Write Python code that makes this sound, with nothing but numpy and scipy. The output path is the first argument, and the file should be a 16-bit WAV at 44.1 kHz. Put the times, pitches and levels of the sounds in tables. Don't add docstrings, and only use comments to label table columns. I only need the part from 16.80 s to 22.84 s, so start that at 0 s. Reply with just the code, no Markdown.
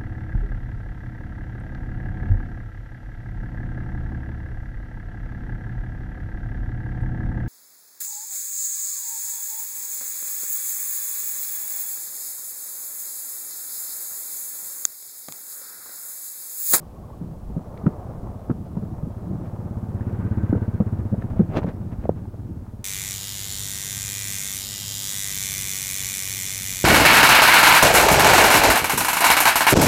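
import sys
import numpy as np
from scipy import signal
from scipy.fft import rfft, irfft, next_fast_len
from scipy.io import wavfile
from scipy.ndimage import uniform_filter1d, minimum_filter1d

SR = 44100
rng = np.random.default_rng(int(sys.argv[2]) if len(sys.argv) > 2 else 0)


def to_wav(sig):
    pcm = np.clip(np.atleast_2d(sig), -1, 1) * 32767
    pcm = np.round(pcm).astype(np.int16)
    wavfile.write(sys.argv[1], SR, pcm.T)


N = 266422

# start_s, level_db, pitch_hz, snap_db, rattle_db (the last two relative to the thud)
BUMPS = [(0.411, -23.5, 180, -22, -35), (0.700, -21.5, 165, -29, -44), (0.765, -13.5, 216, -41, -32),
         (1.036, -20, 164, -30, -37), (1.061, -6.5, 211, -40, -22), (1.697, -7.5, 244, -40, -21),
         (1.968, -19, 185, -16, -31), (2.022, -18, 128, -33, -28.5), (2.226, -20.5, 139, -14, -45),
         (2.269, -23, 246, -25, -40), (3.727, -9, 299, -11, -24), (3.751, -8.5, 184, -12.5, -32),
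         (4.002, -9, 168, -8, -23), (4.326, -10.5, 142, -20, -36), (4.594, -2.5, 139, -25.5, -34.5),
         (4.844, -13, 188, -1.5, -47), (4.873, -21, 164, -13, -33), (5.2924, -13.5, 233, 12.5, -24)]


def exhaust(cycles, blowdown_s=0.0041, push_s=0.0141, puff_width_s=0.00118, push_share=0.56):
    # pitch_hz, width_hz, level_db
    silencer = [(108, 42, -9), (243, 28, -1), (365, 45, -5), (480, 160, -12)]
    t = np.arange(SR // 30) / SR
    blowdown, push = np.exp(-0.5 * ((t - [[blowdown_s], [push_s]]) / puff_width_s) ** 2)
    firings_s = np.flatnonzero(np.diff(np.floor(cycles))) / SR
    strengths = from_db(1.1 * rng.standard_normal((len(firings_s), 2)))
    flow = np.zeros(N)
    for start_s, (first, second) in zip(firings_s, strengths):
        add(flow, start_s, first * blowdown + second * push_share * push)
    straight_through = from_db(-23) * flow
    return tailpipe_gain() * high_pass(resonate(flow, silencer) + straight_through, hz=25)


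def clatter(cycles, level_db=-43, throb_db=2.5, lag_cycles=0.32, grain_db=2):
    # pitch_hz, level_db
    colour = [(200, 8), (450, 10.5), (700, -18), (950, -8.5), (1250, -6.5), (1550, -5.5), (1900, -10),
              (2300, -16), (3200, -26.5), (6000, -50)]
    # pitch_hz, width_hz, level_db
    casing = [(885, 86, 14), (1204, 55, -4), (1413, 30, 1.5), (1510, 92, -14)]
    throb = from_db(throb_db * np.cos(2 * np.pi * (cycles - lag_cycles)) + grain_db * drift(120))
    rattle = coloured(throb * rng.standard_normal(N), colour)
    gain = passing(lag_s=-0.1, rear_db=4.5, shade_db=3)
    return from_db(level_db) * gain * rms_one(rattle + resonate(rattle, casing))


def gear_whine(level_db=-55.5, pitch_hz=1545, width_hz=45):
    note = [(pitch_hz, width_hz, 0)]
    whine = resonate(resonate(rng.standard_normal(N), note), note)
    return from_db(level_db) * passing(lag_s=0.12, shade_db=22) * rms_one(whine)


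def gas_rasp(cycles, level_db=-37.5, peak_cycles=0.11, width_cycles=0.087):
    # pitch_hz, level_db
    colour = [(150, 1.5), (330, 10), (550, 0.5), (900, -24), (2000, -27)]
    valve_open = np.exp(-0.5 * ((cycles % 1 - peak_cycles) / width_cycles) ** 2)
    return from_db(level_db) * tailpipe_gain() * valve_open * noise(colour)


def passing(lag_s=0, rear_db=0, shade_db=0, closest_s=3.537, gap_m=2.01, overtake_m_per_s=4.75):
    ahead_m = overtake_m_per_s * (np.arange(N) / SR - closest_s - lag_s)
    distance_m = np.hypot(gap_m, ahead_m)
    from_behind = ahead_m / distance_m
    return gap_m / distance_m * from_db(rear_db * from_behind - shade_db * from_behind ** 2)


def tailpipe_gain(closest_db=1.5):
    return from_db(closest_db) * passing(rear_db=3)


def body_shadow(loss_db=3, clear_s=3.18, clearing_s=0.023):
    hidden = (1 - np.tanh((np.arange(N) / SR - clear_s) / clearing_s)) / 2
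    return from_db(-loss_db * hidden)


def knocks(thud_s=0.041, doubling_db=26.5, snap_hz=464, snap_s=0.00071, shudder_db=-7.5, shudder_s=0.0077):
    # pitch_hz, level_db
    colour = [(110, 1.5), (170, 14), (300, -2), (450, -6.5), (700, -25), (1100, -39)]
    t = np.arange(SR // 5) / SR
    hits, jolts = np.zeros(N), np.zeros(N)
    snap = np.sin(2 * np.pi * snap_hz * t) * t / snap_s * np.exp(1 - t / snap_s)
    for start_s, level_db, pitch_hz, snap_db, _ in BUMPS:
        fade_s = thud_s * 2 ** (-level_db / doubling_db)
        thud = np.sin(2 * np.pi * pitch_hz * t) * from_db(-60 * t / fade_s)
        add(hits, start_s, from_db(level_db) * (thud + from_db(snap_db) * snap))
        add(jolts, start_s, from_db(level_db) * t / shudder_s * np.exp(1 - t / shudder_s))
    shudder = from_db(shudder_db) * jolts * noise(colour)
    softened = low_pass(hits + shudder, hz=954)
    return high_pass(softened, hz=60)


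def tick_list(landing_s=0.00456, bounce_s=0.012, bounce_loss_db=10, part_hz=1340, strays_per_s=4):
    # start_s, level_db, pitch_hz
    # at 3.208 s a short rasp as the engine's clatter sets in; at 5.539 s a sharp pop of the exhaust
    lone = [(.974, -45, 2110), (0.977, -58, 4440), (1.008, -42, 617), (1.364, -49, 940), (3.208, -42, 1750),
            (4.341, -26, 640), (4.422, -44, 1770), (4.534, -33, 700), (5.254, -17, 460), (5.454, -33, 805),
            (5.539, -29, 616), (5.865, -37.5, 1020)]
    thrown = [(start_s + landing_s + bounce * bounce_s,
               level_db + rattle_db - bounce * bounce_loss_db, part_hz)
              for start_s, level_db, _, _, rattle_db in BUMPS for bounce in range(2)]
    strays_s = np.flatnonzero(rng.random(N - SR // 10) < strays_per_s / SR) / SR
    strays = [(start_s, rng.uniform(-40, -36), 600 * 2 ** rng.random()) for start_s in strays_s]
    return lone + thrown + strays


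def ticks(fade_s=0.0034, width_share=0.16):
    # pitch_hz, level_db
    colour = [(300, 30), (900, 22.5), (2200, 8), (3300, -24), (4600, -26), (7000, -33)]
    t = np.arange(SR // 20) / SR
    crackle, track = noise(colour), np.zeros(N)
    for start_s, level_db, pitch_hz in tick_list():
        burst = crackle[round(start_s * SR):][:len(t)]
        pitched = rms_one(resonate(burst, [(pitch_hz, width_share * pitch_hz, 0)]))
        add(track, start_s, from_db(level_db) * np.exp(-t / fade_s) * pitched)
    return low_pass(track, hz=3880)


def rubbing(grain_db=3.5, grind_db=-44.5, firm_db=-21.5, grind_growth=2.3):
    # peak_s, length_s, level_db
    strokes = [(2.66, 0.044, -42), (4.42, 0.029, -36.5), (4.51, 0.02, -40), (4.595, 0.089, -40.5),
               (4.735, 0.072, -36.5), (4.774, 0.043, -22), (4.8, 0.53, -49), (4.835, 0.024, -33),
               (4.888, 0.042, -31.5), (5.128, 0.026, -37), (5.24, 0.054, -38.5), (5.38, 0.069, -44.5)]
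    # pitch_hz, level_db
    rub_colour = [(150, 12), (300, 9.5), (650, 6.5), (1000, -2), (1800, -11), (3000, -24), (5000, -37),
                  (7200, -39), (9000, -45), (16000, -48.5)]
    # pitch_hz, level_db
    grind_colour = [(900, 3), (1800, -3.5), (2800, 0), (3600, -2.5), (5000, -9.5), (7200, -19.5),
                    (9000, -37), (16000, -32)]
    slips = rng.standard_normal(N) * from_db(grain_db * drift(400))
    pressure = swells(strokes)
    grind_gain = from_db(grind_db) * (pressure / from_db(firm_db)) ** grind_growth
    return pressure * coloured(slips, rub_colour) + grind_gain * coloured(slips, grind_colour)


def with_ring(sound, ring_db=-14):
    # pitch_hz, width_hz, level_db
    notes = [(650, 50, -2), (1295, 40, 4), (1580, 40, 0), (1848, 30, 5), (2292, 32, 7), (2485, 40, 5),
             (2752, 38, 6), (2900, 32, 6), (3050, 40, 4), (3400, 35, 3), (3625, 32, 4), (3935, 32, 6),
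             (4085, 50, 6)]
    return sound + from_db(ring_db) * resonate(sound, notes)


def tyres(grit_db=2):
    # time_s, level_db
    roughness = [(0.0, -45.5), (0.68, -45), (1.02, -38), (1.2, -37), (1.8, -44), (2.65, -40.5), (3.6, -41),
                 (4.9, -44.5), (5.4, -47.5), (6.04, -48.5)]
    # pitch_hz, level_db
    colour = [(120, 14), (250, 3), (450, 2.5), (650, -2.5), (900, -7.5), (1250, -14), (1600, -20),
              (2100, -27.5), (3500, -44), (7000, -40)]
    # pitch_hz, width_hz, level_db
    wheels = [(603, 105, -1.5), (741, 81, 1), (890, 100, -1), (1073, 180, -1), (1230, 76, -0.5)]
    grit = rng.standard_normal(N) * from_db(grit_db * drift(150))
    return from_db(in_time(roughness)) * coloured(grit + resonate(grit, wheels), colour)


def frame_shake(jolt_db=5):
    # time_s, level_db
    strength = [(0, -38), (1.6, -38.5), (2.6, -35.5), (3.9, -33.5), (4.8, -35.5), (5.4, -32), (6.04, -38.5)]
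    # pitch_hz, level_db
    colour = [(25, -37), (50, -15.5), (70, -2.5), (110, -7.5), (170, -2.5), (240, -14), (340, -13.5),
              (600, -48.5)]
    rumble = noise(colour) * from_db(jolt_db * drift(4))
    return from_db(in_time(strength)) * rms_one(rumble)


def wind(breeze_db=-45.5):
    # peak_s, length_s, level_db
    gusts = [(0.71, 0.22, -36), (1.41, 0.28, -40.5), (2.29, 0.18, -38), (4.56, 0.41, -39), (4.8, 0.19, -39),
             (5.2, 0.064, -31.5)]
    # pitch_hz, level_db
    colour = [(12, -5.5), (25, -13), (45, -4), (70, -6.5), (150, -57)]
    return (from_db(breeze_db) + swells(gusts)) * noise(colour)


def squeaks(pitch_hz=1100, length_s=0.016):
    # peak_s, level_db
    moments = [(.033, -50), (.172, -47), (.24, -48.5), (.335, -46)]
    gain = swells([(peak_s, length_s, level_db) for peak_s, level_db in moments])
    wavering_hz = pitch_hz * (1 + 0.018 * drift(37))
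    return gain * np.sin(2 * np.pi * np.cumsum(wavering_hz) / SR)


def limiter(x, ceiling_db=-3.8, look_ahead_s=0.014, recovery_db_per_s=0.2):
    over_db = np.maximum(20 * np.log10(np.abs(x).max(axis=0) + 1e-9) - ceiling_db, 0)
    recovered_db = recovery_db_per_s * np.arange(N) / SR
    cut_db = np.maximum.accumulate(over_db + recovered_db) - recovered_db
    ahead = round(look_ahead_s * SR)
    return x * from_db(uniform_filter1d(minimum_filter1d(-cut_db, 2 * ahead), ahead))


def from_db(db):
    return 10 ** (np.asarray(db) / 20)


def rms_one(x):
    return x / np.sqrt(np.mean(x ** 2) + 1e-20)


def in_time(rows):
    return np.interp(np.arange(N) / SR, *np.transpose(rows))


def swells(rows):
    t = np.arange(N) / SR
    return sum(from_db(level_db) * np.exp(-np.minimum((2 * (t - peak_s) / length_s) ** 2, 20))
               for peak_s, length_s, level_db in rows)


def coloured(x, colour):
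    hz, level_db = np.transpose(colour)
    size = 2 * next_fast_len(N)
    f = np.maximum(np.fft.rfftfreq(size, 1 / SR), 1)
    gain = from_db(np.interp(np.log(f), np.log(hz), level_db))
    edges = np.minimum(f / hz[0], 1) ** 2 * np.minimum(hz[-1] / f, 1) ** 2
    return rms_one(irfft(rfft(x, size) * gain * edges)[:N])


def noise(colour):
    return coloured(rng.standard_normal(N), colour)


def drift(rate_hz):
    step, settle = 40, 2000
    r = np.exp(-2 * np.pi * step * rate_hz / SR)
    slow = signal.lfilter([1], [1, -2 * r, r * r], rng.standard_normal(N // step + settle + 2))[settle:]
    return np.interp(np.arange(N) / step, np.arange(len(slow)), rms_one(slow))


def resonate(x, notes):
    ringing = 0
    for pitch_hz, width_hz, level_db in notes:
        r = np.exp(-np.pi * width_hz / SR)
        feedback = [1, -2 * r * np.cos(2 * np.pi * pitch_hz / SR), r * r]
        ringing += from_db(level_db) * (1 - r * r) / 2 * signal.lfilter([1, 0, -1], feedback, x + 1e-18)
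    return ringing


def high_pass(x, hz):
    return signal.sosfilt(signal.butter(2, hz, "high", fs=SR, output="sos"), x + 1e-18)


def low_pass(x, hz):
    return signal.sosfilt(signal.butter(4, hz, fs=SR, output="sos"), x + 1e-18)


def add(track, start_s, sound):
    at = round(start_s * SR)
    track[at:at + len(sound)] += sound[:N - at]


def scene():
    # time_s, firings_per_s
    engine_speed = [(0.0, 16.148), (2.2, 16.008), (2.45, 16.014), (2.7, 16.971), (3.15, 16.689),
                    (3.45, 16.34), (4.05, 16.26), (4.25, 15.578), (4.55, 16.331), (4.8, 15.752),
                    (5.1, 16.605), (5.45, 17.299), (6.04, 17.616)]
    cycles = np.cumsum(in_time(engine_speed)) / SR
    motorcycle = exhaust(cycles) + body_shadow() * (clatter(cycles) + gear_whine()) + gas_rasp(cycles)
    background = tyres() + frame_shake() + wind()
    short_sounds = knocks() + squeaks() + with_ring(ticks() + rubbing())
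    return (motorcycle + short_sounds + background)[None]


def record(dry, hiss_db=-62.5, cutoff_hz=15800):
    # pitch_hz, level_db
    colour = [(100, 18), (2500, 3), (4500, 1), (7500, 0), (16000, -0.4)]
    limited = limiter(dry + from_db(hiss_db) * noise(colour))
    return signal.sosfilt(signal.ellip(12, 0.1, 90, cutoff_hz, fs=SR, output="sos"), limited)


dry = scene()
out = record(dry)
to_wav(out)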